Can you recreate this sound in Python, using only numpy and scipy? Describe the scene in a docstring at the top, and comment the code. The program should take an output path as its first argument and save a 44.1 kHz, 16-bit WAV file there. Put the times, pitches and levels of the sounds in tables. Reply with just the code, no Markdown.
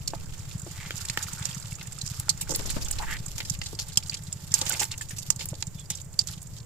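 """Small catfish slide out of a plastic basket into an aluminium pot with a little water, close-miked.
Slimy bodies crackle over the mesh, then smack, squelch and flop on the heap; the pot rings faintly.
Far across the field a one-cylinder pump engine chugs and a bird gives one thin note.
A light wind brushes the two ports of the stereo microphone."""
import sys
import numpy as np
from scipy import signal
from scipy.fft import rfft, irfft
from scipy.io import wavfile
from scipy.ndimage import uniform_filter1d

SR = 44100
rng = np.random.default_rng(int(sys.argv[2]) if len(sys.argv) > 2 else 0)


def to_wav(sig):
    """Store sig (one row per channel, or 1-D mono) as 16-bit WAV at the path in sys.argv[1].

    Samples outside -1..1 are clipped; the rate is SR.
    """
    pcm = np.clip(np.atleast_2d(sig), -1, 1) * 32767
    pcm = np.round(pcm).astype(np.int16)
    wavfile.write(sys.argv[1], SR, pcm.T)  # frames by channels


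N = 293573
TIME = np.arange(N) / SR
EVENT_GAIN = np.sqrt(SR / 50)  # brings a unit-energy event to rms 1 over 20 ms

# smacks and flicks of wet skin: t/s, relative level/dB, f/Hz, decay/s, left minus right/dB
SMACKS = [(0.076, -35.5, 5460, 0.0049, 1), (0.618, -54, 7460, .004, -4), (0.978, -45.5, 6550, .004, 2),
          (1.054, -44, 5400, .001, 7), (1.086, -40, 4100, 0.00081, 7), (1.099, -37, 4970, 0.0022, -1),
          (1.226, -37, 7000, 0.0081, 5.5), (1.454, -36.5, 5550, 0.0032, -2), (1.828, -45, 7050, .003, 14),
          (2.015, -42.5, 5200, 0.0036, 1), (2.062, -45, 6340, 0.0055, -2), (2.076, -44, 5240, .001, -1),
          (2.198, -32.5, 11300, 0.0028, 5), (2.293, -28, 5530, 0.0052, -2.5),
          (2.411, -32, 9300, 0.0094, 7.5), (2.493, -45.5, 6400, 0.003, -11), (2.505, -37, 6320, 0.011, -2),
          (2.548, -33.5, 5140, 0.0063, 5), (2.559, -27.5, 12800, .002, 8), (2.7, -36, 9100, 0.0081, 6.5),
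          (2.819, -38, 5600, 0.0091, 14), (2.884, -39, 6570, 0.0029, 13), (2.911, -32.5, 10000, 0.0026, 0),
          (2.986, -42, 4900, 0.0034, 7), (3.261, -46, 7830, .003, -2), (3.38, -35.5, 6720, 0.0097, 15),
          (3.45, -42.5, 5200, 0.0065, 7), (3.498, -36, 6750, 0.0033, -4), (3.66, -40, 4360, 0.0068, 5),
          (3.789, -33, 5450, 0.012, 10), (3.818, -43.5, 5400, 0.0036, 12), (3.973, -25, 6010, 0.0031, 2),
          (4.083, -53, 6500, .002, -2), (4.096, -43.5, 5870, 0.0045, 3), (4.142, -38, 4880, 0.0053, 6),
          (4.327, -38.5, 7970, 0.0037, 3.5), (4.518, -41, 5800, 0.0037, 7), (4.54, -25, 6460, 0.0029, -2.5),
          (4.614, -30.5, 4700, .0035, 5.5), (4.664, -39, 5900, 0.02, 2), (4.695, -28.5, 10900, 0.0022, 0),
          (4.722, -41.5, 6500, .002, -4), (4.731, -43, 9100, 0.005, -9), (4.795, -30, 6740, 0.017, 3.5),
          (4.817, -33, 13100, 0.018, -9), (4.841, -43.5, 8550, 0.0015, -6), (4.852, -44, 5400, 0.0023, 7),
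          (4.914, -38, 4270, 0.0069, 5.5), (4.978, -43, 7700, 0.0038, 7), (5.011, -41, 8740, 0.01, 5),
          (5.106, -41.5, 6900, 0.016, 13), (5.184, -39, 6400, 0.0076, 4.5),
          (5.303, -27.5, 5950, 0.0013, -8.5), (5.393, -42, 5160, 0.021, 5),
          (5.456, -35.5, 12100, 0.0029, 6), (5.487, -44.5, 9100, 0.0037, -3),
          (5.625, -40, 4770, 0.00074, -5), (5.669, -50.5, 7960, 0.0027, -7),
          (5.901, -32.5, 6480, 0.0086, 7.5), (5.952, -46.5, 6470, 0.003, -3),
          (6.191, -35, 5370, 0.0035, -9), (6.272, -44, 6430, 0.0052, -5), (6.428, -48.5, 10300, 0.0023, 3)]
# spectrum of a smack about its pitch: f/pitch, level/dB
SMACK_SHAPE = [(.03, -52), (.15, -28.5), (.4, -17), (.62, -11), (.85, -1), (1.05, -2.5), (1.5, -6),
               (2.2, -9.5), (3.4, -25)]
# spectrum of a squelch about its pitch: f/pitch, level/dB
SQUELCH_SHAPE = [(.05, -23), (.15, -5.5), (.45, -9), (.8, 2), (1.1, 1.5), (1.6, 4), (3, -18), (6, -13.5)]


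def amp(db):
    """Decibels to gain."""
    return 10 ** (np.asarray(db) / 20)


def unit(x):
    """Scales to rms 1."""
    return x / np.sqrt(np.mean(x ** 2) + 1e-20)


def add(mix, s, sound):
    """Mixes a two-channel sound in at time s."""
    part = mix[:, max(round(s * SR), 0):][:, :sound.shape[1]]
    part += sound[:, :part.shape[1]]


def colour(x, points, scale=1, size=4096):
    """Causal filter with an outline (f/Hz, level/dB) whose frequencies are multiplied by scale."""
    hz, db = np.transpose(points)
    outline = np.interp(np.log(np.fft.rfftfreq(size, 1 / SR) + 1), np.log(hz * scale), db)
    cepstrum = irfft(np.log(amp(outline)))
    cepstrum[1:size // 2] *= 2  # folded for minimum phase
    cepstrum[size // 2 + 1:] = 0
    response = irfft(np.exp(rfft(cepstrum)))
    return signal.fftconvolve(x, response[None], axes=1)[:, :x.shape[1]]


def ports(three, apart):
    """One shared signal and a share of two private ones give left and right."""
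    return three[0] + apart * three[1:]


def noise(outline, apart, size=4096):
    """Coloured stereo noise at rms 1."""
    return unit(colour(ports(rng.standard_normal((3, N)), apart), outline, size=size))


def pops(count, per_s, spread_db):
    """Three trains of tiny bursting films, most small and a few large."""
    size = amp(spread_db * np.minimum(rng.exponential(1, (3, count)), 4))
    return size * rng.choice([-1, 1], (3, count)) * (rng.random((3, count)) < per_s / SR)


def bubble(t, hz, cycles):
    """A trapped bubble rings for some cycles; each port hears it at its own phase."""
    age = np.maximum(t, 0) * hz / cycles
    phase = 2 * np.pi * (cycles * age + rng.normal(0, 0.16, (2, 1)))
    return np.exp(-age) * (1 - np.exp(-age * cycles)) * np.sin(phase)


def bursts(rows, shape, per_s, spread_db, snap, rise_s, apart, bubbly, cycles, count=4):
    """Each event is a snap with its wall echo, a dying cluster of pops and bubbles near its pitch."""
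    wall_echo_s, wall_share, path_spread_s = .0015, 0.89, .00025
    out, t = np.zeros((2, N)), np.arange(SR // 7) / SR
    for s, db, hz, decay, *side_db in rows:
        swell = (1 - np.exp(-t / (rise_s + decay / 20))) * np.exp(-t / decay)
        cluster = ports(pops(len(t), per_s, spread_db) * swell, apart)
        cluster /= np.linalg.norm(cluster, axis=1, keepdims=True)
        from_wall = round(wall_echo_s * (1 + rng.random()) * SR)
        crack = snap * np.exp(-decay / 0.0044)  # short events snap hardest
        cluster[:, [0, from_wall]] += crack * np.array([1, wall_share])
        rings = bubble(t, hz, cycles)
        for _ in range(count):
            wait = rng.exponential(decay)
            rings += np.exp(-wait / decay / 2) * bubble(t - wait, hz * 2 ** rng.normal(0, 0.229), cycles)
        sound = unit(colour(cluster, shape, hz)) + bubbly * unit(rings)
        sound /= np.linalg.norm(sound, axis=1, keepdims=True)
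        # each event has its own path to each port
        sound = np.array([np.roll(port, round(rng.uniform(0, path_spread_s) * SR)) for port in sound])
        pan = unit(amp(np.array([[1], [-1]]) * sum(side_db) / 2))
        add(out, s, amp(db) * EVENT_GAIN * pan * sound)
    return out


def crackle(outline, per_s, spread_db, clump_db, apart):
    """A stream of pops at rms 1, clumped by the twitches of the fish."""
    twitch = unit(uniform_filter1d(uniform_filter1d(rng.standard_normal(N), size=700), size=300))
    stream = ports(pops(N, per_s, spread_db), apart) * amp(clump_db * np.clip(twitch, -2, 2))
    return unit(colour(stream, outline))


def resonate(x, hz, width_hz):
    """A resonance that follows the pitch curve hz; rms 1."""
    turn = np.exp(2j * np.pi * np.cumsum(hz) / SR)
    pole = np.exp(-np.pi * width_hz / SR)
    return unit((turn * signal.lfilter([1], np.poly([pole, pole]), x / turn)).real)


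def air():
    """The faint, even hiss of the open field."""
    # hiss spectrum: f/Hz, level/dB
    hiss = [(250, 4), (500, 0.5), (2000, -8.5), (4000, -20), (7000, -9.5), (9500, -13), (15000, -13.5)]
    return amp(-58.5) * noise(hiss, apart=0.79)


def bird(start_s=5.765, length_s=.07, hz=3530):
    """One thin, far-off note that sinks slightly, off to the right."""
    progress = np.linspace(0, 1, round(length_s * SR))
    arch = np.sin(np.pi * progress).clip(0) ** .5
    note = arch * np.sin(2 * np.pi * np.cumsum(hz * (1 - 0.056 * progress)) / SR)
    out = np.zeros((2, N))
    add(out, start_s, amp(-52.5) * np.array([note / 2, note]))
    return out


def wind(calm_db=-51):
    """Gusts rumble on the microphone, and a few buffets hit its left port."""
    # rumble spectrum: f/Hz, level/dB
    rumble = [(5, 4), (20, 0.5), (50, -1), (90, -12.5), (200, -23), (600, -32.5), (3000, -82)]
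    # gusts: peak t/s, half width/s, level above the calm/dB
    gusts = [(.05, 0.48, 9.5), (2.85, 0.47, 15.5), (3.55, 0.32, 5.5)]
    # buffets: t/s, level/dB, f/Hz, decay/s, left minus right/dB
    hits = [(2.592, -36, 650, 0.016, 22), (2.65, -39, 390, 0.031, 22), (2.762, -31, 420, 0.014, 33),
            (2.817, -40, 129, 0.028, 10)]
    # spectrum of a buffet: f/pitch, level/dB
    shape = [(.1, 9.5), (.5, -0.5), (1.2, -6), (8, -20.5), (20, -28)]
    level_db = calm_db + sum(db * np.exp(-((TIME - s) / width) ** 2) for s, width, db in gusts)
    breeze = amp(level_db) * noise(rumble, apart=2.2, size=16384)
    return breeze + bursts(hits, shape, per_s=2000, spread_db=0.5, snap=0, rise_s=0.0019,
                           apart=0.1, bubbly=0, cycles=1)


def pump(thud_hz=129.6, thud_s=0.0054, first_beat_s=.0115):
    """A four-stroke across the field: a strong and a weak thud in turn, over their scattered echoes."""
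    # engine speed: t/s, turns per second
    speeds = [(0, 12.82), (2.2, 12.82), (3.4, 12.95), (4.9, 12.96), (5.4, 12.86)]
    # spectrum of the echoes: f/Hz, level/dB
    echoes = [(20, -35), (55, -8.5), (90, 5.5), (125, 2.5), (175, -2.5), (210, -21.5), (260, -32),
              (600, -51), (3000, -73)]
    speed = np.interp(TIME, *np.transpose(speeds))
    turns = np.cumsum(speed) / SR - first_beat_s * speed[0]
    beat = np.round(turns).astype(int)
    t = (turns - beat) / speed  # time from the nearest beat
    force, pitch = rng.standard_normal((beat[-1] + 1, 2))[beat].T
    unevenness_db = np.where(beat % 2, 4.5, 3)
    size = amp(-34 + unevenness_db * force) * np.where(beat % 2, 0.86, 1)
    thuds = size * np.exp(-(t / thud_s) ** 2) * np.sin(2 * np.pi * thud_hz * (1 + .07 * pitch) * t)
    return thuds + amp(-48.5) * noise(echoes, apart=0.41)


def pot(x, echo_db=-12.5, echo_t60=0.05):
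    """Adds quick reflections inside the pot, and its few damped modes."""
    # modes of the pot's air and wall: f/Hz, t60/s, relative level/dB
    modes = [(324, 0.031, 3), (532, 0.05, 1), (853.4, 0.092, 8), (898, 0.18, 10), (1164, 0.092, -1)]
    t = np.arange(SR // 4) / SR
    taps = rng.standard_normal((2, len(t))) * (rng.random((2, len(t))) < 4000 / SR)
    taps *= amp(-60 * t / echo_t60) * (t > .001)
    taps *= amp(echo_db) / np.linalg.norm(taps, axis=1, keepdims=True)
    ring = sum(amp(db - 60 * t / t60) * np.cos(2 * np.pi * hz * t) * 2 * np.log(1000) / (t60 * SR)
               for hz, t60, db in modes)
    nearness = np.interp(TIME, [1.5, 4.5], [.35, 1])  # the microphone closes in on the pot's mouth
    echoes = signal.fftconvolve(x, taps, axes=1)[:, :N]
    return x + echoes + amp(0.5) * nearness * signal.fftconvolve(x, ring[None], axes=1)[:, :N]


def effort(filled_s=1.66, emptied_s=5.18, attack_s=0.043, release_s=0.073):
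    """Wriggling in dB: it grows as the pot fills, surges in bouts and settles once the basket is empty."""
    # bouts as batches slip over the basket's rim: t/s, length/s, extra effort/dB
    bouts = [(0.701, 0.82, 4.5), (2.434, 0.67, 3.5), (4.503, 0.27, 9.5), (6.23, 0.097, 11.5)]
    effort_db = -2.5 * np.maximum(filled_s - TIME, 0) - 6 * np.maximum(TIME - emptied_s, 0)
    for s, length, db in bouts:
        attack = np.clip((TIME - s) / attack_s, 0, 1)
        release = np.exp(-np.maximum(TIME - s - length, 0) / release_s)
        effort_db += db * attack * release
    return effort_db


def slime(level_db):
    """Slime crackles on the heap, wide across both ports."""
    # crackle spectrum: f/Hz, level/dB
    outline = [(500, -29), (2000, -6.5), (3500, 3), (5000, 3.5), (7300, -3), (9500, -3), (12000, 7),
               (15500, -24)]
    return amp(level_db) * crackle(outline, per_s=1100, spread_db=2.5, clump_db=6, apart=4.6)


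def squishes(level_db, per_s=24):
    """Small sticky squishes all over the heap, each at its own pitch."""
    rows = []
    for at in np.flatnonzero(rng.random(N) < per_s / SR):
        db = level_db[at] + 5 * rng.uniform(-0.86, 1)
        hz = 4900 * 2 ** (.9 * rng.uniform(-1.017, 1))
        decay = .004 * 2 ** rng.uniform(-1.002, 1)
        rows.append((at / SR, db, hz, decay))
    return bursts(rows, SMACK_SHAPE, per_s=2500, spread_db=2, snap=0, rise_s=.003,
                  apart=1, bubbly=.8, cycles=12)


def slither(level_db, bubbles=5000):
    """Bodies rustle over the wet mesh, and the film of water breaks into tiny bubbles of many sizes."""
    # rustle spectrum: f/Hz, level/dB
    outline = [(150, -26.5), (450, -7.5), (850, 0.5), (1350, 1), (2200, -1), (3200, -0.5), (6000, -4),
               (15000, -8.5)]
    rustle = crackle(outline, per_s=3000, spread_db=5, clump_db=2.5, apart=1.5)
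    film, t = np.zeros((2, N)), np.arange(SR // 50) / SR
    for at in rng.integers(0, N, bubbles):
        size = amp(7 * min(rng.exponential(), 4))
        hz = 1915 * 2 ** (0.63 * rng.uniform(-1.03, 1))
        add(film, at / SR, size * bubble(t, hz, cycles=2.5))
    return amp(level_db) * (rustle + amp(-6) * unit(film))


def glide_sounds():
    """Gliding resonances excited by crackling water: a fish slips off the heap and a shrinking pocket slurps,
    while the slow, faint early glides are bodies rubbing hollowly over the mesh and the basket's rim."""
    # slurps and hollow rubs: t/s, length/s, first f/Hz, last f/Hz, level/dB
    glides = [(0.767, 0.15, 2210, 2070, -52), (1.188, 0.043, 1500, 1590, -49.5),
              (1.371, 0.068, 1430, 1550, -52), (2.079, 0.19, 1330, 1350, -63),
              (2.687, 0.03, 3850, 4450, -43.5), (2.996, 0.054, 845, 1040, -43),
              (3.015, 0.039, 1790, 2070, -45.5), (3.066, 0.11, 1710, 2000, -41),
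              (4.115, 0.044, 2650, 2950, -49), (4.726, 0.033, 1930, 2620, -42),
              (4.907, 0.044, 2440, 2520, -48.5), (5.897, 0.057, 3320, 3630, -51),
              (6.187, 0.037, 4900, 5030, -44)]
    out = np.zeros((2, N))
    for s, length, first_hz, last_hz, db in glides:
        progress = np.linspace(0, 1, round(length * SR))
        drive = ports(pops(SR // 2, per_s=1800, spread_db=5), apart=0.75)[:, :len(progress)]
        ring = resonate(drive, first_hz * (last_hz / first_hz) ** progress, width_hz=0.43 * first_hz)
        spatter = amp(-3.5) * unit(colour(drive, SQUELCH_SHAPE, first_hz))
        arch = np.sin(np.pi * progress).clip(0) ** .5
        add(out, s, amp(db) * arch * (ring + spatter))
    return out


def plips():
    """Each air pocket bursts with a short spray that keeps its bubble ringing."""
    # air pockets: t/s, level/dB, f/Hz, decay/s
    pockets = [(0.076, -42.5, 4300, 0.0036), (1.512, -46.5, 3350, 0.0015), (2.013, -43, 4020, 0.0043),
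               (2.295, -31.5, 4370, 0.007), (3.616, -45, 1940, 0.0024), (3.974, -31, 3220, 0.0009),
               (4.096, -38, 4590, 0.0015), (4.703, -40, 1500, 0.0026), (5.009, -43, 1720, 0.0043),
               (6.191, -27.5, 4750, 0.002)]
    out, t = np.zeros((2, N)), np.arange(SR // 10) / SR
    for s, db, hz, decay in pockets:
        spray = rng.standard_normal((2, len(t))) * np.exp(-t / decay)
        ring = signal.fftconvolve(spray, bubble(t, hz, cycles=6.5), axes=1)
        add(out, s, amp(db) * EVENT_GAIN * ring / np.linalg.norm(ring, axis=1, keepdims=True))
    return out


def flops(nudge_db=-31, nudge_hz=825):
    """Bodies flop dully against basket and pot; every smack also nudges the pot."""
    # flops: t/s, level/dB, f/Hz, decay/s
    falls = [(0.134, -39.5, 705, 0.0038), (0.664, -47, 406, 0.0041), (1.173, -53, 885, 0.0022),
             (2.283, -46, 1320, 0.0023), (2.492, -37.5, 473, 0.028), (3.725, -48, 347, 0.0049),
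             (4.614, -45.5, 543, 0.0069), (4.7, -46.5, 710, 0.043), (4.812, -44, 840, 0.0063),
             (5.527, -49, 610, 0.0061)]
    # spectrum of a flop: f/pitch, level/dB
    shape = [(.1, -19.5), (.45, -7), (1, -3), (1.7, -11.5), (3.5, -19.5), (10, -47)]
    nudges = [(s, db + nudge_db, nudge_hz, decay) for s, db, _, decay, _ in SMACKS]
    return bursts(list(falls) + nudges, shape, per_s=1300, spread_db=7.5, snap=0.23, rise_s=0.0015,
                  apart=0.055, bubbly=0.9, cycles=3)


def squelches(typical_decay_s=0.0092):
    """Water and air are squeezed out between bodies, alone and under every smack."""
    # lone squelches: t/s, relative level/dB, f/Hz, decay/s
    lone = [(0.907, -40.5, 2020, 0.0011), (1.098, -42.5, 2570, 0.00068), (1.174, -33.5, 2120, 0.00068),
            (1.811, -48.5, 2430, .005), (2.984, -46, 2620, 0.0094), (3.402, -40, 2400, 0.0087),
            (3.615, -42, 2800, 0.0042), (4.663, -43, 2550, 0.012), (4.714, -43, 2840, 0.0019),
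            (4.83, -41.5, 2330, 0.0038), (5.303, -43, 2180, 0.0011), (5.408, -44, 2900, 0.015),
            (5.626, -44, 2530, 0.00085)]
    rows = list(lone)
    for s, db, _, decay, _ in SMACKS:
        wet_db = -13.5 + 6.5 * np.log2(decay / typical_decay_s)  # the slower the smack, the wetter
        hz = 2790 * 2 ** rng.normal(0, 0.24)
        rows.append((s, db + wet_db, hz, 0.96 * decay))
    return amp(2.5) * bursts(rows, SQUELCH_SHAPE, per_s=2000, spread_db=5, snap=0.74, rise_s=0.000076,
                             apart=0.88, bubbly=0.53, cycles=3, count=6)


def smacks():
    """Wet skin smacks and flicks with a bright snap, right by the microphone."""
    return amp(-1.04) * bursts(SMACKS, SMACK_SHAPE, per_s=3000, spread_db=5, snap=1.37, rise_s=0.0013,
                               apart=0.53, bubbly=0.45, cycles=20)


def fish():
    """All the wet sounds, heard from the pot's mouth; one effort drives the slide and the slime."""
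    effort_db = effort()
    slide_db = -53.5 + 1.62 * effort_db - 2.04 * TIME  # fades as the basket empties
    slime_db = -54.5 + effort_db
    impacts = smacks() + squelches() + flops()
    return pot(impacts + slime(slime_db) + plips() + slither(slide_db) + squishes(slime_db) + glide_sounds())


def scene():
    """Fish close up, wind on the microphone, pump and bird far behind."""
    return fish() + pump() + wind() + air() + bird()


def record(dry, edge_hz=15550):
    """Each microphone port colours the treble; peaks clip at overload; the very top is cut off."""
    # left port response: f/Hz, level/dB
    left_port = [(2500, 3), (6000, 3), (7300, -8.5), (9000, 0)]
    # right port response: f/Hz, level/dB
    right_port = [(2500, 3), (4000, 4.24), (5000, 9.5), (6000, 9.25), (7300, 18.7), (9000, 7.2),
                  (11000, 1.2)]
    heard = np.vstack([colour(dry[:1], left_port), colour(dry[1:], right_port)])
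    lowpass = signal.firwin(301, edge_hz, window=("kaiser", 9), fs=SR)
    return signal.oaconvolve(np.clip(heard, -.75, .75), lowpass[None], "same")


dry = scene()
out = record(dry)
to_wav(out)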